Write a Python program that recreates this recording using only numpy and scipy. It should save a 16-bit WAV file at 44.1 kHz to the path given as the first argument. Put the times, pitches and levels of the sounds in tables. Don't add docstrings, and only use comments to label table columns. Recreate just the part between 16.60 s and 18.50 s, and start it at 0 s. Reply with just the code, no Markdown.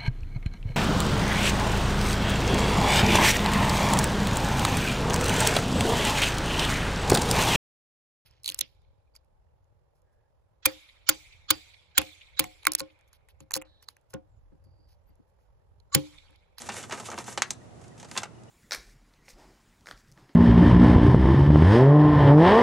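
import sys
import numpy as np
from scipy import signal
from scipy.io import wavfile

SR = 44100
rng = np.random.default_rng(int(sys.argv[2]) if len(sys.argv) > 2 else 0)


def pcm_store(signal):
    levels = np.round(np.clip(np.atleast_2d(signal), -1, 1) * 32767)
    wavfile.write(sys.argv[1], SR, levels.astype(np.int16).T)


def nominal_scale(level):
    x = np.asarray(level, float) / 20
    return 10 ** x


N = 83790


def rms_one(x):
    return x / np.sqrt(np.mean(x ** 2) + 1e-20)


def at_hz(points, hz):
    point_hz, value = np.array(points).T
    return np.interp(np.log(hz), np.log(point_hz), value)


def drift(rate_hz):
    r = np.exp(-80 * np.pi * rate_hz / SR)
    noise = rng.standard_normal(N // 40 + 2002)
    slow = signal.lfilter([1], [1, -2 * r, r * r], noise)[2000:]
    return np.interp(np.arange(N) / 40, np.arange(len(slow)), rms_one(slow))


def bandpass(x, low_hz, high_hz):
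    return signal.sosfilt(signal.butter(2, [low_hz, high_hz], "band", fs=SR, output="sos"), x)


def bands(sources, spectrum, patchy_db, rate):
    edges = 22 * 2 ** np.arange(0, 9.6, 0.5)
    together = drift(rate)
    for k, (low, high) in enumerate(zip(edges, edges[1:])):
        hz = np.sqrt(low * high)
        band = bandpass(sources[k % 2], low, high)
        flicker_db = patchy_db * (together + 1.28 * drift(rate))
        yield hz, band * nominal_scale(at_hz(spectrum, hz) + flicker_db)


def grains(shape, spread_db):
    size_db = spread_db * np.minimum(rng.exponential(1, shape), 5)
    return rms_one(nominal_scale(size_db) * rng.choice([-1, 1], shape))


# pitch in Hz, level in dB.
HUM_TONES = [(119.5, -56.5), (241, -62.5), (360, -78), (732, -69)]
HUM_WIDTH_HZ = 6.9


def hum():
    t = np.arange(N) / SR
    out = 0
    for hz, db in HUM_TONES:
        level = nominal_scale(db + 2.4 * drift(HUM_WIDTH_HZ))
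        out = out + level * np.sin(2 * np.pi * hz * t + 0.77 * drift(HUM_WIDTH_HZ))
    return out * nominal_scale([[-1.5], [1.5]])


# pitch in Hz, level in dB per Hz.
AIR_COLOUR = [(25, -33.5), (100, -1.4), (250, -7), (700, -13.5), (1600, -25.5), (4000, -34.5),
              (7500, -32.5), (12500, -43.5)]
# pitch in Hz, likeness from 0 to 1.
AIR_LIKENESS = [(60, 0.35), (230, 0.07), (910, 0.029), (3550, 0.064), (13800, 0.01)]
# pitch in Hz, left minus right in dB.
AIR_BALANCE = [(60, -8.5), (370, -1), (2260, 0.5), (13800, -1.5)]
AIR_DB, AIR_TOP_HZ = -49.5, 11700


def air():
    out = 0
    for hz, (mid, side) in bands(rng.standard_normal((2, 2, N)), AIR_COLOUR, patchy_db=0.22, rate=4.3):
        alike = np.clip(at_hz(AIR_LIKENESS, hz), 0, 1)
        lean = at_hz(AIR_BALANCE, hz) / 2
        stereo = np.sqrt(1 + alike) * mid + np.sqrt(1 - alike) * side * [[1], [-1]]
        out = out + nominal_scale([[lean], [-lean]]) * stereo
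    out = signal.sosfilt(signal.cheby2(8, 30, AIR_TOP_HZ + 600, fs=SR, output="sos"), out)
    return nominal_scale(AIR_DB) * rms_one(out)


# middle in seconds, half length in seconds, level in dB.
STROKES = [(0.002, 0.058, -46), (.07, 0.013, -45.5), (.175, 0.056, -41), (0.247, 0.014, -53),
           (0.363, 0.073, -49), (0.469, 0.024, -44), (0.52, 0.017, -45), (0.594, 0.035, -45.5),
           (0.681, 0.017, -40.5), (0.723, 0.025, -45.5), (0.83, 0.13, -60.5), (1.035, 0.027, -70),
           (1.236, 0.079, -65.5), (1.415, 0.04, -57.5), (1.491, 0.011, -55), (1.543, 0.035, -52.5),
           (1.595, 0.05, -51)]
# pitch in Hz, level in dB per Hz.
RUB_COLOUR = [(250, -3), (850, -1), (1800, -4), (3500, -6), (5500, -12.5), (7300, 3), (9600, -7.5),
              (13000, -30)]
RUB_GRAINS_PER_S, RUB_SPREAD_DB, RUB_PATCHY_DB = 20000, 3.4, 0.92


def rubbing():
    t = np.arange(N) / SR
    drive = grains((2, N), RUB_SPREAD_DB) * (rng.random((2, N)) < RUB_GRAINS_PER_S / SR)
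    colour = [(20, -80)] + list(RUB_COLOUR)
    layer = rms_one(sum(band for _, band in bands(drive, colour, RUB_PATCHY_DB, rate=26)))
    return layer * sum(nominal_scale(db) * np.exp(-((t - s) / half_s) ** 2) for s, half_s, db in STROKES)


RUB_WIDE_DB, RUB_WIDE_HZ = -7.5, 6540


def wide_rubbing():
    hiss = signal.sosfilt(signal.butter(2, RUB_WIDE_HZ, "high", fs=SR, output="sos"), rubbing())
    return nominal_scale(RUB_WIDE_DB) * hiss * [[1], [-1]]


def ring(drive, hz, t60):
    r = nominal_scale(-60 / (t60 * SR))
    w = 2 * np.pi * hz / SR
    gain = np.sin(w) * np.sqrt(2 - 2 * r * r)
    return signal.lfilter([0, gain], [1, -2 * r * np.cos(w), r * r], drive + 1e-18)


# start in seconds, peak in dB, low share in dB, high share in dB,
# time to die by 60 dB in seconds.
SHEET_BUCKLES = [(0.018, -31.5, -8, 9, 0.0095), (0.089, -19.5, -4.5, -10, 0.04),
                 (0.097, -18.5, -17, -24.5, 0.074), (0.118, -27.5, -10, -11, 0.089),
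                 (0.139, -26, -9, -7, 0.027), (0.166, -21.5, -12, -15, 0.022),
                 (0.237, -25, -11, -17, 0.034), (0.308, -19.5, -16, -21, 0.14),
                 (0.3216, -15, -9.5, -16, 0.044), (0.329, -25, -6.5, -20, 0.14),
                 (0.343, -33.5, -25, -2.5, 0.068), (0.374, -33.5, -0.5, -11, 0.12),
                 (0.397, -28.5, -4.5, -5, 0.072), (0.454, -27.5, -19, -8.5, 0.074),
                 (0.528, -31, -2, -46, 0.1), (0.576, -22, -6, -23, 0.064), (0.585, -22.5, -4, -4, 0.023),
                 (0.598, -29, -2.5, -31, 0.054), (0.679, -33, 7.5, -12, 0.039),
                 (0.725, -35.5, -3, 5.5, 0.024)]
# start in seconds, peak in dB, low share in dB,
# high share in dB, time to die by 60 dB in seconds.
FRAME_SNAPS = [(0.227, -23, -34, -6.5, 0.054), (0.297, -22.5, -7.5, -9.5, 0.025),
               (0.431, -36.5, 8.5, -17, 0.02), (0.485, -26.5, 2, -18, 0.066), (0.501, -24, -10, -8, 0.033),
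               (0.515, -24, -5, -18, 0.11), (0.541, -20, 4, -32, 0.012), (0.64, -31, -7.5, -1, 0.051),
               (0.7742, -6.5, -14.5, -11.5, 0.046), (0.797, -33, -9, -10, 0.086),
               (0.8204, -2, -25.5, -12, 0.041), (0.9066, -20.5, -8.5, 3.5, 0.042),
               (0.931, -54, -13, 20.5, 0.034), (1.378, -33.5, -34, -11, 0.055),
               (1.398, -31.5, -8.5, -5, 0.06), (1.427, -28.5, -5, -9, 0.042), (1.512, -21, -10, -7, 0.032),
               (1.632, -12, -17, -12, 0.043), (1.834, -45, -14, 5, 0.012)]
# start in seconds, peak in dB,
# low share in dB, high share in dB, time to die by 60 dB in seconds.
FRAME_SHIFTS = [
    (1.213, -46, -9, -4, 0.041),
    (1.239, -45, -0.5, -7.5, 0.062),
    (1.279, -57.5, 5, 11.5, 0.026),
    (1.445, -36.5, -7, -8, 0.07),
    (1.552, -23, -10, -29, 0.023),
    (1.563, -15.5, -13, -24.5, 0.042),
    (1.574, -8.5, -17.5, -10, 0.052),
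    (1.618, -25, -6.5, -16, 0.029),
    (1.653, -29.5, -8, -20, 0.034),
]
# pitch in Hz, level in dB.
SHEET_COLOUR = [(200, -19.5), (400, -12.5), (850, -4), (1500, -4), (3500, -4.5), (6500, -3), (9500, -3),
                (14500, -107)]
# pitch in Hz, level in dB, time to die by 60 dB in seconds.
FRAME_TONES = [(338, -3, 0.011), (850, -1.5, 0.058), (1110, -20, 0.022), (1495, -34.5, 0.12),
               (1980, -42, 0.074), (2580, -13, 0.073), (559.5, -1, 0.058), (6780, -22, 0.0036)]
SHARE_HZ = [820, 2640, 7000]
LOW_DB, MIDDLE_DB, HIGH_DB = -8, -20.5, -9
FIRST_CRACK_DB, SNAP_GRAIN_DB, GRAIN_SPREAD_DB = -12, -5.5, 1.63
START_DELAY_S = 0.001


def crackles():
    s, peak_db, low_db, high_db, t60 = np.transpose(FRAME_SNAPS + SHEET_BUCKLES + FRAME_SHIFTS)
    snaps = len(FRAME_SNAPS)
    t = np.arange(6000) / SR
    fade = nominal_scale(-60 * t / np.clip(t60, 0.003, 0.3)[:, None])
    burst = grains((2, len(s), len(t)), GRAIN_SPREAD_DB) * fade
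    burst[:, :snaps] *= nominal_scale(SNAP_GRAIN_DB)
    burst[:, :snaps, 0] = nominal_scale(FIRST_CRACK_DB)
    where = ((s + START_DELAY_S) * SR).astype(int)[:, None] + np.arange(len(t))

    def drive(k, hz):
        share = [np.interp(np.log(hz), np.log(SHARE_HZ), [low + LOW_DB, MIDDLE_DB, high + HIGH_DB])
                 for low, high in zip(low_db, high_db)]
        gain = nominal_scale(peak_db + share + at_hz(SHEET_COLOUR, hz))
        hits = gain[:, None] * burst[k % 2]
        return np.bincount(where.ravel(), hits.ravel(), N + SR)[:N] + 1e-18

    out = np.zeros(N)
    for k, (hz, db, ring_s) in enumerate(FRAME_TONES):
        out += nominal_scale(db) * ring(drive(k, hz), hz, ring_s)
    edges = 180 * 2 ** np.arange(0, 6.6, 0.4)
    for k, (low, high) in enumerate(zip(edges, edges[1:])):
        band = bandpass(drive(k + 10, np.sqrt(low * high)), low, high)
        out += band * np.sqrt(SR / (high - low)) * (-1) ** k
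    return out


# start in seconds, level in dB, body pitch in Hz, bright share in dB.
CREASE_POPS = [(.0193, -36, 2400, 11), (.0895, -32.5, 900, 8), (.0987, -24, 1800, -13),
               (.1672, -22, 1500, -9), (.2375, -30, 1690, -8), (.2967, -26.5, 900, -6),
               (.3101, -28, 1600, -9), (.3232, -27, 1300, 1), (.3265, -24, 1500, 2), (.3315, -41, 1200, -8),
               (.3381, -22, 1400, -8), (.3992, -41, 2500, 0), (.3998, -34, 12500, -20),
               (.4325, -32, 900, -15), (.4862, -31, 1200, -8), (.5022, -33, 1500, 9),
               (.5167, -20.5, 1400, -9), (.5300, -35, 1600, -10), (.5432, -26.5, 1100, -5),
               (.5790, -20, 1200, -14), (.5825, -30, 8500, -8), (.5870, -40, 2000, -8),
               (.5886, -26, 8500, -4), (.6805, -32, 1000, -4), (.7262, -39, 2500, 3),
               (.7270, -38, 9500, -10), (0.7756, -15.5, 1110, -4.5), (.7962, -40, 4500, 4),
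               (.8207, -1.5, 1880, -3.5), (.9040, -41, 5000, 4), (.9065, -15.5, 4100, 4),
               (0.907, -20.5, 4100, 0.5), (1.3785, -42, 2500, -2), (1.3995, -37, 2500, 1),
               (1.4295, -36, 2000, 2), (1.5140, -31.5, 2000, 2.5), (1.5628, -30, 1050, -10),
               (1.6185, -36, 2500, -2), (1.5752, -36, 2500, 13), (1.5770, -22, 2000, 7.5),
               (1.6329, -23.5, 1200, 1)]
BODY_CYCLES, BRIGHT_HZ, BRIGHT_T60_S = 4.14, 6375, 0.003


def crease_pops():
    out = np.zeros(N + SR)
    age = np.arange(1000) / SR
    bright = nominal_scale(-60 * age / BRIGHT_T60_S) * np.sin(2 * np.pi * BRIGHT_HZ * age)
    for s, db, hz, bright_db in CREASE_POPS:
        body = nominal_scale(-60 * age * hz / BODY_CYCLES) * np.sin(2 * np.pi * hz * age)
        thin = signal.butter(2, 0.42 * hz, "high", fs=SR)
        pop = signal.lfilter(*thin, body + nominal_scale(bright_db) * bright)
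        out[int(s * SR):][:len(age)] += nominal_scale(db) * pop
    return out[:N]


# start in seconds, pitch in Hz, level in dB, time to die by 60 dB in seconds.
FRAME_FLEXES = [
    (.088, 850, -26.5, 0.034),
    (0.325, 362, -34.5, 0.054),
    (.578, 334, -37, 0.11),
    (.776, 788, -21.5, 0.025),
    (.776, 544, -24.5, 0.028),
    (0.8241, 1110, -28.5, 0.034),
    (1.563, 1055, -31.5, 0.096),
    (1.633, 850, -31.5, 0.049),
    (1.632, 1380, -31, 0.022),
]


def flexes():
    t = np.arange(N) / SR
    out = 0
    for s, hz, db, t60 in FRAME_FLEXES:
        age = np.maximum(t - s, 0)
        swell = np.minimum(age * hz, 1)
        out = out + nominal_scale(db - 60 * age / t60) * np.sin(2 * np.pi * hz * age) * swell
    return out


ROOM_T60_S, ROOM_DB, WALL_CUT_HZ = 0.17, -13, 3700


def room(x):
    t = np.arange(SR // 3) / SR
    noise = rng.standard_normal((2, 2, len(t)))
    noise = noise + 1.4 * noise[:, :1]
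    dull = signal.sosfilt(signal.butter(2, WALL_CUT_HZ, fs=SR, output="sos"), noise[0])
    tail = dull * nominal_scale(-60 * t / ROOM_T60_S) + 0.7 * noise[1] * nominal_scale(-60 * 2 * t / ROOM_T60_S)
    tail = tail * np.minimum(t / 0.0029, 1)
    return signal.fftconvolve(x[None], rms_one(tail) / np.sqrt(len(t)), axes=1)[:, :N]


# middle in seconds, pitch in Hz, level in dB.
BIRD_CHIRPS = [
    (1.02, 1895, -60.5),
    (1.324, 1920, -59.5),
    (1.491, 1920, -61),
    (1.492, 4760, -64),
    (1.753, 2920, -64),
    (1.786, 2870, -64),
    (1.885, 2890, -62),
]
CHIRP_S = 0.011


def bird():
    t = np.arange(N) / SR
    out = 0
    for s, hz, db in BIRD_CHIRPS:
        age = t - s
        swell = np.exp(-(2 * age / CHIRP_S) ** 4)
        out = out + nominal_scale(db) * swell * np.sin(2 * np.pi * hz * age * (1 - 0.42 * age))
    return out


PAN_DB, PORT_SIDE_DB, PORT_HZ = -1.1, -6, 7970


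def scene():
    near = crackles() + crease_pops() + flexes() + rubbing()
    side = nominal_scale(PORT_SIDE_DB) * bandpass(np.gradient(near), PORT_HZ / 0.98, PORT_HZ * 1.2)
    front = near * nominal_scale([[PAN_DB / 2], [-PAN_DB / 2]]) + side * [[1], [-1]]
    return front + nominal_scale(ROOM_DB) * room(near) + wide_rubbing() + air() + hum() + bird()


def roll_off(x):
    return signal.sosfilt(signal.butter(12, 16400, fs=SR, output="sos"), x)


CUTOFF_HZ, MIC_TOP_HZ = 13860, 11100


def record(dry):
    cut = signal.sosfilt(signal.cheby2(8, 26, CUTOFF_HZ, fs=SR, output="sos"), dry)
    mix = signal.sosfilt(signal.butter(2, MIC_TOP_HZ, fs=SR, output="sos"), cut)
    return roll_off(mix)


dry = scene()
out = record(dry)
pcm_store(out)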